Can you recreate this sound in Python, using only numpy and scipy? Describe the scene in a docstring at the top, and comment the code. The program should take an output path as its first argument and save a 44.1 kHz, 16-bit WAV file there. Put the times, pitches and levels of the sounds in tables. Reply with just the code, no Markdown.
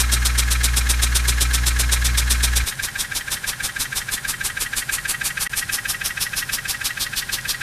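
"""On a table in a small furnished room, a model steam engine runs on compressed air, heard from close by.
Each turn gives a dry chirp (gliding tones plus scraping noise), an exhaust puff (shaped hiss plus a low push
of air) and a second chirp, over the grind of the crank. It first runs fast beside a humming air compressor,
made of motor tones and filtered noise. At 2.645 s the sound switches abruptly to a slower run without the
compressor, while the listening point moves round the engine. Faint room noise lies under both."""
import sys
import numpy as np
from scipy import signal
from scipy.fft import rfft, irfft, next_fast_len
from scipy.io import wavfile
from scipy.ndimage import uniform_filter1d, map_coordinates

SR = 44100
rng = np.random.default_rng(int(sys.argv[2]) if len(sys.argv) > 2 else 0)


def digitize_waveform(pressure):
    """Quantize a signal to 16-bit integers and store it at the path in sys.argv[1].

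    Rows of a 2-D input are taken as channels; values are limited to [-1, 1].
    """
    field = np.atleast_2d(pressure).T
    bounded = np.clip(field, -1, 1)
    quanta = np.round(bounded * 32767).astype(np.int16)
    wavfile.write(sys.argv[1], SR, quanta)


N = 336042
T = np.arange(N) / SR  # time of each sample [s]

# Steady noise of the room: (frequency [Hz], relative level per hertz [dB])
ROOM_AIR = [(15, -22), (28, -5), (70, -2), (135, -0.5), (300, -16), (620, -15), (1500, -10), (3000, -19),
            (9500, -6.5), (14000, -21)]
# Compressor motor tones: (multiple of the motor speed [-], relative level [dB])
MOTOR_TONES = [(1, 1), (2, -15), (3, -37.5), (4, -25.5), (5, -30.5), (6, -36), (8, -35), (18, -33),
               (22, -29), (26, -21.5), (36, -31)]
# Resonances of the compressor casing: (frequency [Hz], width [Hz], relative level [dB])
CASING_RINGS = [(1644, 110, 4), (1300, 130, -4), (1840, 170, -1), (2350, 180, -9), (4350, 250, -18)]
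# Air rushing into the compressor: (frequency [Hz], relative level per hertz [dB])
AIR_RUSH = [(20, 6), (120, 8), (250, -12), (450, -16), (650, -11), (1100, -5), (1700, -3.5), (3000, -9),
            (6500, -5), (9500, -15), (11500, -12), (14000, -21)]
# Faint steady ring of the engine frame: (frequency [Hz], width [Hz], level [dB])
FRAME_RING = (807, 15, -58.5)
# Grind of the crank, then rumble of the base plate: (frequency [Hz], relative level per hertz [dB])
CRANK_GRIND = [(300, -20.5), (650, -25.5), (800, -9.5), (950, -15), (1300, -9.5), (1640, 1), (1950, -9),
               (2300, -12), (4000, -15.5), (8000, -25.5)]
PLATE_RUMBLE = [(15, -16), (28, -5), (60, -2.5), (95, -1.5), (135, 1), (175, -6), (230, -9), (300, -16.5),
                (600, -18), (1200, -64)]
# Hiss of the inlet valve: (frequency [Hz], relative level per hertz [dB])
INLET_HISS = [(2000, -28), (4500, -11), (5500, 0), (7000, -1), (9700, -2), (11500, -6), (14000, -9)]
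# Exhaust colour at each listening point: (frequency [Hz], relative level per hertz [dB])
JET_CLOSE = [(250, -9), (650, -13.5), (1180, -7.5), (1950, -8), (2400, -4.6), (2900, -7.0), (3650, 1),
             (4550, -5.5), (5300, -0.8), (6700, -4.5), (7800, -2.5), (9300, -1), (11000, -6.5),
             (14000, -11.5)]
JET_FRONT = [(250, -9.6), (650, -14), (1180, -5.5), (1950, -7.5), (2400, -4.0), (2900, -7.5), (3650, 0.5),
             (4550, -4.6), (5300, -0.9), (6700, -5), (7800, -4.5), (9300, -1.5), (11000, -6.5),
             (14000, -9.5)]
JET_ABOVE = [(250, -10), (650, -14.5), (1180, -5), (1950, -7.2), (2400, -2.5), (2900, -4.5), (3650, -4.5),
             (4550, -0.8), (5300, -6.5), (6700, -2.5), (7800, -0.5), (9300, 0.5), (11000, -1.5),
             (14000, -9.5)]
JET_CORNER = [(250, -15.5), (650, -16.5), (1180, -8.5), (1950, -10.0), (2400, -8), (2900, -6), (3650, -5.5),
              (4550, -7.5), (5300, 1), (6700, -7.5), (7800, -8), (9300, -3), (11000, -4.5), (14000, -10)]
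JET_SIDE = [(250, -13.4), (650, -19), (1180, -10.5), (1950, -11.5), (2400, -7.5), (2900, -6.5),
            (3650, -0.8), (4550, -1), (5300, -2), (6700, -8), (7800, -7.9), (9300, -6), (11000, -8),
            (14000, -11.5)]
# When the listening point is close, front, front, above, corner, side: (time [s])
PLACE_TIMES = [2.6, 2.7, 3.8, 5.0, 6.05, 7.05]
# Push of air as it reaches the listener: (time [s], level relative to the puff [dB])
PUSH_LEVELS = [(0, -15), (2.6, -15), (2.8, -12), (4.5, -13), (5.5, -18), (7.6, -16.5)]
# Tones of the sliding parts on each stroke:
# (frequency [Hz], relative level early in the run [dB], relative level late in the run [dB])
FAST_OUT_TONES = [(1443, -7, -5), (1667, 2, 3), (2147, 0.5, -2.5), (2300, -19, -24), (2745, -22, -23),
                  (3241, -9, -8), (3920, -10, -4), (4290, -10, -14.8)]
FAST_BACK_TONES = [(1299, -1, 1), (1684, -2, -3), (2180, -2, 2), (2384, 1.5, 2.5), (2750, -10, -8),
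                   (3250, -18, -18), (3930, -4, -4), (4100, -6.5, -3)]
SLOW_OUT_TONES = [(1270, -18.9, -14), (1614, 5.5, 2.5), (1916, -23, -7.5), (2320, -9, -22.5),
                  (2550, -20, -2.5), (3000, -27.4, -17), (3200, -29, -14), (3890, -13, -17)]
SLOW_BACK_TONES = [(1267, -12, -15.5), (1450, -8.5, -13), (1750, -4, -13), (1914, 2, 1), (2207, -11, -15),
                   (2729, -10, -9.5), (2955, -20, -22), (3146, -7, -15)]
# Scraping of the slide: (frequency [Hz], relative level per hertz [dB])
SLIDE_SCRAPE = [(600, -33), (1000, -15), (1300, -4), (1800, 3.5), (2600, -2.5), (3400, -7.5), (4000, -7.5),
                (4700, -15), (6000, -11), (9000, -21), (14000, -31)]
# Flywheel speed in each run: (time [s], speed [turns per second])
FAST_SPEED = [(0.2, 7.761), (2.0, 7.82)]
SLOW_SPEED = [(4.1, 6.191), (5.6, 6.2515), (7.6, 6.259)]
# Strokes of the slow run as the listening point moves:
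# (time [s], out-stroke chirp level [dB], puff level [dB], return chirp level [dB])
SLOW_LEVELS = [(2.65, -20.5, -20.5, -26.5), (3.5, -21.5, -20.5, -27), (5.0, -18, -19, -22),
               (5.9, -19, -19, -21), (7.6, -22, -19, -24)]
# Brief dip in level: (start [s], end [s])
LEVEL_DIP = (5.4755, 5.495)

SWITCH_S = 2.645  # the fast run gives way to the slow one
MOTOR_HZ = 59.52  # compressor turns per second
TREBLE_LIMIT_HZ = 14350
FAST_START_S, SLOW_START_S = .0988, 2.7998  # one turn of each run starts here
# Moments within a turn, as shares of a turn after the out-stroke chirp
PUFF_AT, FAST_BACK_AT, SLOW_BACK_AT, TICK_AT = 0.29, .569, .549, 0.72
BACK_CREEP_PER_S = .0047  # the slow run's return chirp comes later by this share of a turn each second
FAST_OUT_DB, FAST_PUFF_DB, FAST_BACK_DB = -24.5, -15.7, -25.5  # out-stroke level is at time zero
OUT_GROWTH_DB_PER_S = 0.5  # the fast out-stroke chirp grows
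CHIRP_SCATTER_DB, PUFF_SCATTER_DB = .5, 0.15  # random spread from turn to turn


def amp(db):
    """Turns decibels into gain."""
    return 10 ** (np.asarray(db) / 20)


def unit(x):
    """Scales a sound to an average (rms) size of 1."""
    return x / np.sqrt(np.mean(x ** 2) + 1e-20)


def noise():
    """Makes fresh white noise."""
    return rng.standard_normal(N)


def colour(x, points):
    """Filters by a spectrum of (frequency [Hz], level [dB]) points, then scales to rms 1."""
    size = next_fast_len(N)
    table_hz, table_db = np.transpose(points)
    hz = np.fft.rfftfreq(size, 1 / SR)
    gain = amp(np.interp(np.log(hz + 1), np.log(table_hz), table_db))
    return unit(irfft(rfft(x, size) * gain, size)[:N])


def resonance(x, hz, width):
    """Lets noise ring at one frequency, scaled to rms 1; a narrower width [Hz] rings longer."""
    b, a = signal.iirpeak(hz, hz / width, fs=SR)
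    return unit(signal.lfilter(b, a, x))


def drift(rate_hz):
    """A slow wander of rms 1: twelve sines up to rate_hz with random starting points."""
    coarse_t = T[::100]
    rates = np.geomspace(rate_hz / 8, rate_hz, num=12)
    slow = sum(np.sin(2 * np.pi * (rate * coarse_t + rng.random())) for rate in rates)
    return unit(np.interp(T, coarse_t, slow))


def bell(lag, width):
    """A smooth swell around lag zero."""
    return np.exp(-.5 * (lag / width) ** 2)


def nearest(times, db):
    """For each sample: seconds from the nearest event, and the gain of that event."""
    halfway = (times[1:] + times[:-1]) / 2
    event = np.searchsorted(halfway, T)
    return T - times[event], amp(db)[event]


def surface(lag):
    """The same roughness passes under the moving parts on every turn, so this noise repeats."""
    roughness = rng.standard_normal(SR)
    return roughness[np.round(lag * SR).astype(int) % SR]


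def turning(speed, start_s):
    """When each turn of the flywheel starts and how long it lasts [s]; one turn starts at start_s."""
    t = np.arange(-SR // 2, N + SR // 2) / SR
    rate = np.interp(t, *np.transpose(speed))
    turns = np.cumsum(rate) / SR
    turns = turns - np.interp(start_s, t, turns)
    new = np.flatnonzero(np.diff(np.floor(turns)))
    return t[new], 1 / rate[new]


def uneven(times, db, scatter_db):
    """Strokes at these times, each a little stronger or weaker than db."""
    return times, db + scatter_db * rng.standard_normal(len(times))


def room(x, t60, wet_db):
    """Sparse reflections of a small furnished room, fading by 60 dB in t60 seconds."""
    t = np.arange(SR // 2) / SR
    signs = rng.choice([-1., 1.], len(t))
    present = (rng.random(len(t)) < 2000 / SR) * (t > .003)  # about 2000 reflections a second
    taps = signs * present * amp(-60 * t / t60)
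    echoes = signal.fftconvolve(x, taps / np.linalg.norm(taps))[:N]
    return x + amp(wet_db) * echoes


def room_air():
    """The room's steady background is noise shaped by a fixed spectrum."""
    return amp(-43.5) * colour(noise(), ROOM_AIR)


def compressor():
    """The motor hums at multiples of its speed, its strokes rattle the casing, and air rushes in."""
    turns = MOTOR_HZ * T + .012 * drift(5)  # the speed wavers a little
    hum = 0
    for multiple, db in MOTOR_TONES:
        hum = hum + amp(db) * np.sin(2 * np.pi * (round(multiple) * turns + rng.random()))
    strokes = noise() * (1 + .5 * np.cos(2 * np.pi * turns))  # swells once a motor turn
    rattle = sum(amp(db) * resonance(strokes, hz, width) for hz, width, db in CASING_RINGS)
    rush = colour(noise(), AIR_RUSH)
    return amp(-20.0) * unit(hum) + amp(-38.5) * unit(rattle) + amp(-35) * rush


def frame():
    """The running gear keeps the frame ringing faintly: noise through one narrow resonance."""
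    hz, width, db = FRAME_RING
    return amp(db) * resonance(noise(), hz, width)


def crank(times, grind_db, rumble_db, knock_db):
    """Bearings grind, loudest twice a turn when the piston is fastest, and shake the base plate."""
    lag, _ = nearest(times, 0 * times)
    turn_s = np.mean(np.diff(times))
    speed = 1 + 0.42 * np.cos(4 * np.pi * lag / turn_s)
    grind = colour(surface(lag) + 0.41 * noise(), CRANK_GRIND)
    rumble = colour(surface(lag) + 0.85 * noise(), PLATE_RUMBLE)
    # The plate thuds as the load reverses, just before the out-stroke chirp
    knock = np.sin(2 * np.pi * 135 * lag) * bell(lag + 0.031, .008)
    return amp(grind_db) * speed * grind + amp(rumble_db) * rumble + amp(knock_db) * knock


def tick(times, db, width):
    """The valve rod takes up its play with a soft tick of noise once a turn."""
    lag, gain = nearest(*uneven(times, db, scatter_db=4.5))
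    click = colour(noise(), [(1500, -22), (4000, -4), (6000, -6), (14000, -22)])
    return gain * click * bell(lag, width)


def inlet(times, db, width):
    """Fresh air sighs through the valve on the out-stroke, with a wandering level."""
    lag, _ = nearest(times, 0 * times)
    flutter = amp(1.7 * drift(30))
    return amp(db) * colour(noise(), INLET_HISS) * bell(lag + 0.0024, width) * flutter


def jet():
    """Turbulent exhaust hiss; its colour and its echo off the table change as the listening point moves."""
    white, hiss = noise(), 0
    places = [JET_CLOSE, JET_FRONT, JET_FRONT, JET_ABOVE, JET_CORNER, JET_SIDE]
    for points, here in zip(places, np.eye(len(places))):
        share = np.interp(T, PLACE_TIMES, here)  # fades from one place to the next
        hiss = hiss + share * colour(white, points)
    delay = np.interp(T, [2.6, 5.0, 7.5], [.0021, .0024, .0028])  # echo delay [s]
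    echo = map_coordinates(hiss, [(T - delay) * SR], order=3)
    return unit(hiss + 0.11 * echo)


def exhaust(times, db, hiss, rise, fall, squareness, leak_db, body_power):
    """The port opens, shuts more slowly and leaks in between; a narrow gap hisses brighter than a wide one."""
    lag, gain = nearest(times, db)
    lag = lag + 0.0028  # the port is widest just before the given time
    duration = np.where(lag < 0, rise, fall) * amp(.4 * drift(10))  # puff lengths vary
    opening = np.exp(-abs(lag / duration) ** squareness)
    lowpass = signal.butter(2, 5500, fs=SR, output="sos")
    body = signal.sosfiltfilt(lowpass, hiss)
    bright = hiss - body
    leak = amp(leak_db)
    # The lower part of the hiss needs a wider gap
    flow = bright * np.hypot(opening, leak) + body * np.hypot(opening ** body_power, leak)
    eddies = amp(1.1 * unit(uniform_filter1d(noise(), size=70)))  # the jet sputters
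    # A push of air as the port opens, a weaker suck as it shuts
    push = np.sin(2 * np.pi * 40 * lag) * bell(lag + .006, 0.0099)
    suck = 0.77 * np.sin(2 * np.pi * 40 * (lag - .029)) * bell(lag - .029, 0.0064)
    push_gain = amp(np.interp(T, *np.transpose(PUSH_LEVELS)))
    return gain * (flow * eddies + push_gain * (push - suck))


def chirp(times, db, modes, late, width, ring_s, ring_db, scrape_db, scrape_width):
    """The slide sings for a few cycles at mid-stroke, nearly alike on every turn, and the metal rings on."""
    lag, gain = nearest(times, db)
    # Bent time: the pitch peaks where the slide is fastest
    travel = lag + 0.034 * lag * bell(lag, width) - .02 * lag * bell(lag, 2 * width)
    tone, power = 0, 0
    for hz, early_db, late_db in modes:
        size = amp(early_db + (late_db - early_db) * late)
        oil_film = amp(0.54 * drift(6))  # each stroke finds the oil a little different
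        tone = tone + size * oil_film * np.sin(2 * np.pi * (hz * travel + rng.random()))
        power = power + size ** 2 / 2
    tone = tone / np.sqrt(power)
    stroke = np.exp(-abs(lag / width) ** 1.43)
    ring_start = np.clip(.5 + lag / ring_s, 0, 1)
    ring = amp(ring_db) * np.exp(-abs(lag) / ring_s) * ring_start
    rubbing = colour(surface(lag) + 0.3 * noise(), SLIDE_SCRAPE)
    scrape = amp(scrape_db) * rubbing * bell(lag, scrape_width)
    return gain * (tone * np.hypot(stroke, ring) + scrape)


def fast_run(hiss):
    """Nearly eight flywheel turns a second drive short puffs and rasping chirps."""
    out_s, turn_s = turning(FAST_SPEED, FAST_START_S)
    outs = uneven(out_s, FAST_OUT_DB + OUT_GROWTH_DB_PER_S * out_s, CHIRP_SCATTER_DB)
    blows = uneven(out_s + PUFF_AT * turn_s, FAST_PUFF_DB, PUFF_SCATTER_DB)
    backs = uneven(out_s + FAST_BACK_AT * turn_s, FAST_BACK_DB, CHIRP_SCATTER_DB)
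    late = np.clip(T / SWITCH_S, 0, 1)  # 0 = early tone levels, 1 = late ones
    grinding = crank(out_s, grind_db=-37, rumble_db=-41, knock_db=-49)
    valve = inlet(out_s, db=-38.5, width=0.011)
    puffs = exhaust(*blows, hiss, rise=.013, fall=.019, squareness=2.56, leak_db=-28, body_power=1.18)
    out = chirp(*outs, FAST_OUT_TONES, late, width=0.0057, ring_s=0.011, ring_db=-24,
                scrape_db=-6, scrape_width=0.0073)
    back = chirp(*backs, FAST_BACK_TONES, late, width=0.0074, ring_s=.012, ring_db=-11,
                 scrape_db=-4, scrape_width=0.0075)
    return grinding + valve + puffs + out + back


def slow_run(hiss):
    """About six flywheel turns a second drive longer puffs and clearer chirps."""
    out_s, turn_s = turning(SLOW_SPEED, SLOW_START_S)
    level_s, *levels = np.transpose(SLOW_LEVELS)
    out_db, puff_db, back_db = (np.interp(out_s, level_s, db) for db in levels)
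    back_at = SLOW_BACK_AT + BACK_CREEP_PER_S * (out_s - SWITCH_S)
    outs = uneven(out_s, out_db, CHIRP_SCATTER_DB)
    blows = uneven(out_s + PUFF_AT * turn_s, puff_db, PUFF_SCATTER_DB)
    backs = uneven(out_s + back_at * turn_s, back_db, CHIRP_SCATTER_DB)
    late = np.interp(T, [3.8, 5.7], [0, 1])  # 0 = early tone levels, 1 = late ones
    grinding = crank(out_s, grind_db=-37, rumble_db=-42.5, knock_db=-37.5)
    ticks = tick(out_s + TICK_AT * turn_s, db=-42.5, width=0.001)
    valve = inlet(out_s, db=-44, width=0.024)
    puffs = exhaust(*blows, hiss, rise=0.019, fall=0.024, squareness=2.39, leak_db=-25.5, body_power=1.27)
    out = chirp(*outs, SLOW_OUT_TONES, late, width=0.0047, ring_s=0.0092, ring_db=-17,
                scrape_db=-10.5, scrape_width=0.0067)
    back = chirp(*backs, SLOW_BACK_TONES, late, width=0.0056, ring_s=0.0096, ring_db=-5.5,
                 scrape_db=-13, scrape_width=0.0064)
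    return frame() + grinding + ticks + valve + puffs + out + back


def scene():
    """Room noise throughout; the fast run with the compressor, then the slow run alone."""
    after = np.clip(.5 + (T - SWITCH_S) / 0.0065, 0, 1)  # a 6.5 ms crossfade
    before = 1 - after
    hiss = jet()
    engine = room(before * fast_run(hiss) + after * slow_run(hiss), t60=0.26, wet_db=-14)
    return (room_air() + before * compressor() + engine)[None]


def record(dry):
    """The level dips briefly by up to 27 dB, and a low-pass filter removes the highest treble."""
    start_s, end_s = LEVEL_DIP
    dip = uniform_filter1d(((T > start_s) & (T < end_s)) * 1., size=40)  # softened edges
    lowpass = signal.firwin(1023, TREBLE_LIMIT_HZ, window=("kaiser", 9), fs=SR)
    return signal.oaconvolve(dry * amp(-27 * dip), lowpass[None], "same")


dry = scene()
out = record(dry)
digitize_waveform(out)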